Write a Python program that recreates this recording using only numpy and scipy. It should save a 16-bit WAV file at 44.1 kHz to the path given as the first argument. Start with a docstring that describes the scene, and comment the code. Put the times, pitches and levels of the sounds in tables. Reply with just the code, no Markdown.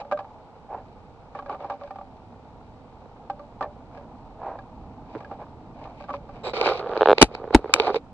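"""Plastic tubes and a handled camera case

Far traffic hums. Hollow plastic tubes are knocked and slid together in a yard, heard by a camera in a
closed case: its wall passes the middle range, treble enters by two small ports. A hand brushes, then
grips the case: skin rubs, slips and squeaks, the mount creaks, and a catch snaps so hard that the
input clips."""
import sys
import numpy as np
from scipy.fft import rfft, irfft, next_fast_len
from scipy.io import wavfile
from scipy.ndimage import map_coordinates

SR = 44100
rng = np.random.default_rng(int(sys.argv[2]) if len(sys.argv) > 2 else 0)


def materialize(psi):
    """Save the field psi as 16-bit PCM at rate SR to the path in sys.argv[1].

    A 1-D psi becomes a single channel; in a 2-D psi each row is a channel.
    """
    bounded = np.clip(np.atleast_2d(psi).T, -1, 1)
    quanta = np.round(bounded * 32767).astype(np.int16)
    wavfile.write(sys.argv[1], SR, quanta)


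N = 358533


def amp(db):
    return 10 ** (np.asarray(db) / 20)


def unit_rms(x):
    return x / np.sqrt(np.mean(x ** 2) + 1e-20)


def log_interp(points, hz):
    """(f/Hz, value) points read on a log axis."""
    f, values = np.transpose(points)
    return np.interp(np.log(hz + 1), np.log(f + 1), values)


def curves(rows):
    """One value per sample for each column after t/s."""
    times_s, *columns = np.transpose(rows)
    return [np.interp(np.arange(N) / SR, times_s, c) for c in columns]


def wobble(rate_hz):
    """Smooth random curve, rate_hz knots a second."""
    knots = rng.standard_normal(int(N * rate_hz / SR) + 4)
    return map_coordinates(knots, [np.arange(N) * rate_hz / SR])


def filtered(x, response):
    """Apply a complex frequency response."""
    size = next_fast_len(N + SR // 2)
    return irfft(rfft(x, size) * response(np.fft.rfftfreq(size, 1 / SR)), size)[..., :N]


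def resonances(modes, f):
    """Causal sum of band-pass resonances of alternating sign."""
    return sum((-1) ** k * amp(db) * 1j * f * width_hz / (hz * hz - f * f + 1j * f * width_hz)
               for k, (hz, width_hz, db) in enumerate(modes))


def band(f, lo_hz, hi_hz, order):
    """Causal pass band with soft shoulders."""
    return (1j * f / lo_hz / (1 + 1j * f / lo_hz) / (1 + 1j * f / hi_hz)) ** order


def noise(spectrum):
    """Unit-RMS noise shaped by (f/Hz, level/dB) points."""
    return unit_rms(filtered(rng.standard_normal(N), lambda f: amp(log_interp(spectrum, f))))


def grit(spread_db, rate_hz):
    """Friction: noise whose size jumps from grain to grain."""
    return unit_rms(rng.standard_normal(N) * amp(spread_db * wobble(rate_hz)))


def wall(x, right_db):
    """The case wall passes the middle range, right_db louder on the right."""
    return filtered(x, lambda f: band(f, 257, 3000, order=3)) * amp(0.5 + right_db * np.c_[[-.5, .5]])


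def ports(shared, alike, hi_hz):
    """Treble enters by two small ports, each with its own resonances, in opposite phase."""
    # port resonances: f/Hz, width/Hz, level/dB
    left = [(2330, 323, 3.5), (3100, 180, -5.5), (4680, 1500, -11), (7500, 280, -23), (10000, 1200, -21)]
    right = [(2460, 810, -4), (3805, 500, -1), (4530, 775, -2), (7950, 4000, -13), (9650, 1400, -25.5)]
    own = np.abs(shared) * rng.standard_normal((2, N))
    pair = alike * shared + np.sqrt(1 - alike ** 2) * own
    return filtered(pair, lambda f: np.array([resonances(left, f), -resonances(right, f)])
                    * band(f, 600, hi_hz, order=5))


def blows(events, modes, voice, contact, scatter_db, focus_db, detune, rattle_db, ring_s, trim_db,
          tick_t60_s):
    """Each blow rings the modes anew, most those near its pitch, and ticks. Returns body, ticks."""
    body, ticks = np.zeros((2, N + SR))
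    t = np.arange(int(ring_s * SR)) / SR
    hz, mode_db, t60_s = np.transpose(modes)[:, :, None]
    for at_s, db, pitch_hz, touch_db in events:
        lift_db, tick_db, t60_scale = voice(at_s, hz, db, touch_db)
        distance = np.log(hz / pitch_hz)
        gain_db = mode_db + lift_db + scatter_db * rng.standard_normal(hz.shape)
        gain_db += focus_db * np.exp(-(distance / 0.22) ** 2)
        pulled_hz = hz * (pitch_hz / hz) ** np.exp(-(distance / 0.06) ** 2)  # near modes move onto it
        held_hz = pulled_hz * (1 + detune * rng.standard_normal(hz.shape))  # the grip detunes them
        knots = rng.standard_normal((len(hz), int(ring_s * 200) + 2))
        flutter = np.array([np.interp(t * 200, np.arange(len(k)), k) for k in knots])  # loose contact
        gain_db = gain_db + rattle_db * np.minimum(t * 90, 1) * flutter
        decay_db = 60 * t / (t60_s * np.clip(t60_scale, .1, 2))
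        ring = (amp(gain_db - decay_db) * np.cos(2 * np.pi * held_hz * t)).sum(0)
        ring *= 1 - np.exp(-t / 0.0017)
        blow = ring / np.abs(ring).max() + contact(t, db)
        start = round((at_s + 0.0011) * SR)  # sounds about 1 ms after its listed time
        body[start:][:len(t)] += amp(db + trim_db) * blow / np.abs(blow).max()
        tick = np.sign(rng.standard_normal(len(t)))
        ticks[start:][:len(t)] += amp(db + tick_db - 60 * t / tick_t60_s) * tick
    return body[:N], ticks[:N]


def contact_pulse(t, hz, rise_s, db):
    """The contact itself: a short pulse ahead of the ring."""
    return amp(db) * t / rise_s * np.exp(1 - t / rise_s) * np.cos(2 * np.pi * hz * t)


def rubbing(gains, modes, spread_db, fizz_spread_db, rate_hz):
    """Grit through the modes (body) and bare grit (fizz), each under its own gain."""
    body = unit_rms(filtered(grit(spread_db, rate_hz), lambda f: resonances(modes, f)))
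    return gains * [body, grit(fizz_spread_db, rate_hz)]


def traffic():
    """Far traffic, its rumble and hum wavering, over a steady hiss."""
    # traffic levels: t/s, rumble/dB, hum/dB
    levels = [(0, -53, -51), (1.4, -51.5, -56), (2.2, -51, -53), (3.5, -49.5, -52), (4.2, -47, -50.5),
              (5, -45, -51), (6, -45.5, -49.5), (6.5, -45.5, -57), (7.2, -47.5, -49), (8.13, -49, -55)]
    # spectra of traffic, in-phase hiss and antiphase hiss: f/Hz, level/dB
    rumble = [(12, -38.5), (20, -3), (113, -2), (184, -6), (248, -3.5), (304, -7), (400, -18.5),
              (520, -65.5), (880, -120)]
    hum = [(220, -38.5), (380, -11.5), (482, -4), (560, -13.5), (624, 1), (672, -3), (880, 3), (1030, -6.5),
           (1700, -34.5), (2210, -58.5), (3740, -120)]
    mid_hiss = [(880, -34), (1500, 1), (1700, -1), (2210, -3.5), (2530, -2.5), (8050, -19.5),
                (10000, -31.5), (13000, -36)]
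    side_hiss = [(12, -32), (20, 2), (80, -7), (113, -10.5), (236, -6.5), (285, -30), (317, -10.5),
                 (576, -18.5), (889, -17.5), (2060, -23.5), (4640, -35), (8200, -43.5), (13000, -71.5)]
    # balance: f/Hz, left over right/dB
    balance = [(60, -2.5), (150, -2.0), (360, -2), (870, 0), (2130, 2), (5210, 9.5), (12700, 6)]
    rumble_db, hum_db = curves(levels)
    hum_db += wobble(5) + wobble(14)
    rumble_db += 1.2 * wobble(3.283)
    mid = amp(rumble_db) * noise(rumble) + amp(hum_db) * noise(hum) + amp(-72.5) * noise(mid_hiss)
    side = amp(-60) * noise(side_hiss)
    pair = np.array([mid + side, mid - side])
    return filtered(pair, lambda f: amp(np.outer([.5, -.5], log_interp(balance, f))))


def tube_slides():
    """Tubes dragged over cloth or soil: dull scuffs that swell and fade. Returns body, fizz."""
    # strokes: peak t/s, length/s, body/dB, fizz/dB
    strokes = [(.008, 0.027, -31, -25), (0.731, 0.12, -32.5, -47), (0.749, 0.035, -32, -47),
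               (0.785, 0.075, -35.5, -46), (1.373, 0.095, -37.5, -36.5), (1.518, 0.11, -30.5, -34.5),
               (1.636, 0.15, -34.5, -38.5), (1.719, 0.11, -35.5, -38), (1.838, 0.12, -43, -38),
               (3.635, 0.081, -30, -50), (3.962, 0.19, -43.5, -46), (4.473, 0.23, -29.5, -44),
               (5.16, 0.29, -42.5, -39.5), (5.328, 0.087, -37, -41), (5.414, 0.077, -34, -41),
               (5.835, 0.22, -38.5, -37.5), (6.009, 0.19, -62, -36.5), (6.143, 0.071, -40, -31.5),
               (6.374, 0.24, -44, -40)]
    # scuff resonances: f/Hz, width/Hz, level/dB
    scuff = [(456, 200, 0.5), (752, 210, 5.5), (983, 230, 0.5), (1660, 330, -16), (2420, 370, -23.5)]
    swell_share = 0.43
    power, t = np.zeros((2, N)), np.arange(N) / SR
    for peak_s, length_s, *db in strokes:
        shape = np.interp((t - peak_s) / length_s, [-swell_share, 0, 1 - swell_share], [0, 1, 0])
        power += np.outer(amp(db), shape) ** 2
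    return rubbing(np.sqrt(power), scuff, spread_db=2, fizz_spread_db=4, rate_hz=410)


def tubes():
    """Knocked and slid tubes: the air column rings longest, the tube wall pings above it."""
    # air column and wall modes: f/Hz, level/dB, t60/s
    modes = [(272.6, -10.5, 0.15), (382, -8.5, 0.019), (418, -7, 0.03), (583, -7, 0.19),
             (782.4, -10.5, 0.12), (803, -4, 0.039), (996, 0, 0.019), (1166, -1.5, 0.054),
             (1250, -13, 0.057), (1650, -5.5, 0.064)]
    # knocks: t/s, level/dB, pitch/Hz, hardness/dB
    knocks = [(0.014, -28, 847, -9), (0.048, -32.5, 574, -11), (0.112, -18.5, 1172, -1),
              (0.121, -13, 596, -5), (0.172, -27, 1220, 0), (0.189, -22.5, 797, -1), (0.203, -28, 800, -11),
              (0.244, -36, 820, -5), (1.349, -25.5, 846, -4), (1.388, -25, 1130, -3), (1.423, -32, 786, -8),
              (1.459, -29, 573, -3), (1.495, -19, 970, -12), (1.527, -25, 810, -22), (1.545, -28, 900, -10),
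              (1.602, -29.5, 563, -5), (1.644, -24, 805, -18), (1.698, -20, 940, -1),
              (1.705, -24, 785, -20.5), (1.72, -27.5, 900, -10), (1.812, -27.5, 574, -22),
              (1.835, -34.5, 560, -6), (1.873, -37, 900, 8), (1.906, -25.5, 750, -5), (1.957, -31, 780, -2),
              (1.985, -28.5, 864, -15), (2.011, -29.5, 870, -18), (3.298, -18, 665, -7.5),
              (3.393, -29.5, 584, -8), (3.608, -16, 874, -7), (3.624, -20, 1130, 6), (3.639, -24, 700, -16),
              (3.947, -35, 756, 0), (3.972, -33.5, 568, 8), (4.432, -28.5, 704, -19),
              (4.469, -34, 690, -29), (4.587, -30, 683, 1), (5.204, -31, 830, 7), (5.245, -32.5, 1640, 6),
              (5.312, -25.5, 789, -22), (5.853, -34, 855, 2), (6.004, -32, 730, -3),
              (6.039, -34.5, 856, 10), (6.084, -30, 1100, -3), (6.091, -23.5, 900, -8),
              (6.102, -19.5, 1148, -10), (6.138, -18.5, 996, -11), (6.29, -30.5, 694, -5)]
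    ping_above_hz = 1450

    def voice(at_s, hz, db, hardness_db):
        """Harder knocks ping and tick more; a weaker knock's ping dies sooner."""
        is_ping = hz > ping_above_hz
        return is_ping * hardness_db, -3 + 0.38 * hardness_db, amp(is_ping * 0.2 * (db + 18.5))

    def contact(t, db):
        return contact_pulse(t, hz=753.5, rise_s=0.00075, db=-0.5 + 0.2 * db)

    detune = 0.013 * np.array([[3.4 if hz > ping_above_hz else 1] for hz, *_ in modes])
    ring, tick = blows(knocks, modes, voice, contact, scatter_db=3, focus_db=9, detune=detune,
                       rattle_db=2.5, ring_s=0.24, trim_db=1.5, tick_t60_s=0.05)
    body, fizz = tube_slides()
    return wall(ring + body, right_db=1.56) + ports(tick + fizz, alike=0.78, hi_hz=5800)


def hand():
    """Skin rubs the case and slips on it in short dull knocks."""
    # case modes: f/Hz, level/dB, t60/s
    modes = [(340, -7.5, 0.034), (441.4, 0.5, 0.031), (514, -1, 0.023), (770, -5, 0.012),
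             (1211, -10, 0.014), (1408, -15.5, 0.011), (3200, -14.5, 0.0035)]
    # skin slips: t/s, level/dB, pitch/Hz, tick/dB
    slips = [(5.15, -17.5, 348, -30), (5.157, -20.5, 400, -28), (5.166, -22.5, 380, -30),
             (5.315, -24, 350, -20), (6.534, -21, 600, 10), (6.567, -22, 800, 3), (6.611, -13.5, 474, 24),
             (6.658, -12, 800, -2), (6.666, -6.5, 445, 8), (6.675, -6, 600, -6), (6.792, -25, 452, 16),
             (6.892, -16, 494, -4.5), (6.924, -17.5, 540, -12), (6.974, -13.5, 436, 8),
             (7.179, -13, 800, -10), (7.181, -12.5, 428, 24), (7.192, -18, 410, -20),
             (7.313, -26, 480, -20), (7.339, -28, 800, 8), (7.349, -15.5, 855, 10.5),
             (7.398, -26, 461, -14.5), (7.44, -18, 540, -21), (7.451, -22, 560, -20),
             (7.475, -21, 446, -22), (7.506, -14.5, 410, -21), (7.59, -21, 397, -20),
             (7.643, -14.5, 460, -22), (7.657, -19, 444, -19), (7.694, -17.5, 309, -12),
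             (7.743, -14.5, 440, -20), (7.762, -22, 600, 12), (7.798, -3, 445, 15), (7.818, -18, 430, 10),
             (7.847, -20.5, 800, 10), (7.87, -7, 770, 4), (7.877, -8.5, 770, 0), (7.883, -16, 770, 1),
             (7.901, -8.5, 444, -17), (7.943, -8.5, 476, 4.5), (7.956, -12, 447, 2), (7.963, -13.5, 440, 1)]
    # rubbing: t/s, body/dB, fizz/dB
    grip = [(6.43, -51, -50), (6.438, -31.5, -22), (6.475, -23, -17), (6.5, -29, -19), (6.53, -49, -41),
            (6.536, -23.5, -10), (6.553, -34, -14), (6.565, -25, -10.5), (6.59, -27.5, -13),
            (6.62, -22.5, -16), (6.655, -20.5, -9.5), (6.675, -20.5, -7), (6.73, -23, -17),
            (6.75, -25, -21), (6.765, -32.5, -18.5), (6.8, -27.5, -22), (6.83, -31.5, -37),
            (6.98, -26.5, -27), (7.06, -39.5, -25), (7.13, -41, -23), (7.16, -44, -37), (7.2, -29.5, -11.5),
            (7.26, -47, -52), (7.35, -43.5, -31), (7.42, -37, -44), (7.52, -39.5, -39), (7.54, -25.5, -17),
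            (7.6, -44, -45), (7.72, -38, -31.5), (7.78, -30, -22), (7.81, -26.5, -18), (7.885, -22, -17.5),
            (7.925, -35, -30.5), (7.965, -31.5, -13), (8.0, -53, -54)]
    release_s = 7.74

    def voice(at_s, hz, db, tick_db):
        """Stronger slips lift the upper modes; the hand damps the ring until it lets go."""
        lift_db = (hz > 650) * (15 + 0.9 * db) + (hz > 2500) * tick_db / 2
        return lift_db, tick_db, 0.65 if at_s < release_s else 1.44

    def contact(t, db):
        return contact_pulse(t, hz=770, rise_s=0.00048, db=1.3 + 0.39 * db)

    def treble_response(f):
        """Rasp peaking near 4 kHz, then a steep low-pass; ticks are duller than fizz."""
        rasp = amp(-3.5) * (1 + resonances([(4180, 1100, 4.17)], f))
        rolloff = 1 / (1 + (f / 7300) ** 8) / (1 + 1j * f / 6000)
        return rasp * rolloff * np.array([1 / (1 + (f / 5600) ** 10), np.ones_like(f)])

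    ring, tick = blows(slips, modes, voice, contact, scatter_db=5, focus_db=10.5, detune=0.045,
                       rattle_db=2, ring_s=0.084, trim_db=-1.17, tick_t60_s=0.0093)
    rubbed_modes = [(hz, 0.79 * np.log(1000) / (np.pi * t60_s), db) for hz, db, t60_s in modes[:-1]]
    body, fizz = rubbing(amp(curves(grip)), rubbed_modes, spread_db=3.5, fizz_spread_db=2.5, rate_hz=300)
    treble = filtered(np.array([tick, fizz]), treble_response).sum(0)
    return wall(ring + body, right_db=3.2) + ports(treble, alike=0.75, hi_hz=6600)


def creak():
    """One joint of the mount slips again and again, each time the same short push."""
    # joint slips: t/s, level/dB
    slips = [(6.66, -9.5), (6.688, -10.5), (6.827, -23.5), (6.844, -27), (6.861, -27), (6.871, -22.5),
             (6.916, -20.5), (6.935, -17), (6.956, -21), (6.966, -12.5), (7.0093, -5), (7.0185, -4.5),
             (7.0302, -4), (7.0573, -12.5), (7.0584, -1.5), (7.0729, -3.5), (7.0862, -1.5), (7.096, -1),
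             (7.1055, -1), (7.1153, -1), (7.1292, -0.7), (7.7618, -13)]
    # joint resonances: f/Hz, width/Hz, level/dB
    joint = [(455, 114, 38.5), (870, 104, 25.5), (1682, 484, 27), (1254, 1130, 26.5), (3100, 1200, 21),
             (4400, 700, 13)]
    at_s, db = np.transpose(slips)
    lowest_mode_db = db + 1.4 * rng.standard_normal(len(at_s))
    pushes = np.zeros((2, N))
    pushes[:, np.round(at_s * SR).astype(int)] = amp([lowest_mode_db, db])
    ring = filtered(pushes, lambda f: np.array([resonances(joint[:1], f), -resonances(joint[1:], f)])
                    / (1 + 1j * f / 6500) ** 4).sum(0)  # low-pass: softness of the slip
    return wall(ring, right_db=1.9) + amp(13) * ports(pushes[1], alike=1, hi_hz=2500)


def squeak():
    """Skin squeaks as the hand lands: a narrow band and its octave, nearer the right port."""
    # squeak: start/s, peak/s, end/s, level/dB, bands (f/Hz, width/Hz, level/dB)
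    skin_squeak = (6.434, 6.46, 6.52, -42, [(3830, 270, 0), (7660, 350, -9.5)])
    *times_s, db, bands = skin_squeak
    tone = unit_rms(filtered(rng.standard_normal(N), lambda f: resonances(bands, f) ** 2))
    envelope = np.interp(np.arange(N) / SR, times_s, [0, 1, 0]) ** .5
    return amp(db) * envelope * tone * amp([[-8], [4]])


def rasps():
    """Brief dry rasps: grit in one narrow band."""
    # strokes, silent if end precedes start: start/s, peak/s, end/s, level/dB
    strokes = [(5.98, 5.995, 5.97, -58), (6.14, 6.15, 6.1, -58), (6.655, 6.67, 6.72, -47),
               (7.343, 7.352, 7.357, -44.5)]
    # rasp band: f/Hz, width/Hz, level/dB
    colour = [(4310, 800, 0)]
    t = np.arange(N) / SR
    envelope = sum(amp(db) * np.interp(t, times_s, [0, 1, 0]) for *times_s, db in strokes)
    rasp = unit_rms(filtered(grit(spread_db=3, rate_hz=300), lambda f: resonances(colour, f) ** 2))
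    return envelope * rasp * amp([[-3], [2.5]])


def catch_snaps():
    """A catch lets go: a burst of force jolts the case, shoves the camera and cracks in both ports."""
    # bursts: t/s, low thump/dB, thump/dB, crack/dB, length/s, push/dB
    bursts = [(7.2138, 12, 16, -5, 0.0019, -36.5), (7.2158, 6.5, 4.5, 7.5, 0.0041, -39.5),
              (7.2232, 15.5, 14.5, 1.5, 0.0018, -15), (7.2255, 18, 17, 15, 0.003, -19),
              (7.23, -9.5, 1.5, -25, 0.003, -38.5), (7.235, -7.5, -13.5, -16.5, 0.01, -30),
              (7.5451, -2, -4.5, -18, 0.005, -39.5), (7.547, 21.5, 16, -13, 0.00396, -10),
              (7.551, 13, 1, 6, 0.00083, -40), (7.557, 1, -3, -38, 0.0067, -36),
              (7.7383, -6, -10, 12, 0.0016, -37)]
    # resonances of jolted case, shoved camera and catch: f/Hz, width/Hz, level/dB
    case_modes = [(255, 108, 3.5), (543, 210, 2), (850, 118, 3)]
    shove_modes = [(48.7, 29, 9.5), (150, 110, 0.5)]
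    catch_modes = [(1240, 550, -5.5), (3870, 390, -5)]

    def case_response(f):
        low, upper = resonances(case_modes[:1], f), resonances(case_modes[1:], f)
        return np.array([[low], [-upper]]) * band(f, 120, 9000, order=2)

    jolt, crack, push = np.zeros((2, 2, N)), np.zeros(N), np.zeros(N)
    t = np.arange(SR // 10) / SR
    for at_s, low_db, thump_db, crack_db, length_s, push_db in bursts:
        span = slice(round(at_s * SR), round(at_s * SR) + len(t))
        force = np.where(t < length_s, 1, amp(-60 * (t - length_s) / 0.0032))
        force += amp(-26.5 - 60 * t / 0.09)  # faint tail
        shake = rng.standard_normal((3, len(t)))  # shared, left, right
        jolt[..., span] += amp([[[low_db]], [[thump_db]]]) * force * (shake[0] + shake[1:] / 5)
        crack[span] += amp(crack_db) * force * shake[0]
        push[span] += amp(push_db) * force
    thump = filtered(jolt, case_response).sum(0)
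    shove = filtered(push, lambda f: resonances(shove_modes, f) * 1j * f / (40 + 1j * f))
    clack = filtered(crack, lambda f: resonances(catch_modes, f))
    body = thump + shove * amp([[1.5], [-1.5]]) + clack * amp([[2.5], [-2.5]])
    return body + ports(crack, alike=0.98, hi_hz=19200)


def scene():
    return traffic() + tubes() + hand() + creak() + squeak() + rasps() + catch_snaps()


def record(dry):
    """The input clips near full scale; the top treble rolls off up to a hard band limit."""
    ceiling, rolloff_hz, limit_hz = 0.9, 11000, 13334
    clipped = dry / (1 + np.abs(dry / ceiling) ** 8) ** (1 / 8)
    return filtered(clipped, lambda f: np.clip((limit_hz - f) / 700, 0, 1)
                    / np.sqrt(1 + (f / rolloff_hz) ** 24))


dry = scene()
out = record(dry)
materialize(out)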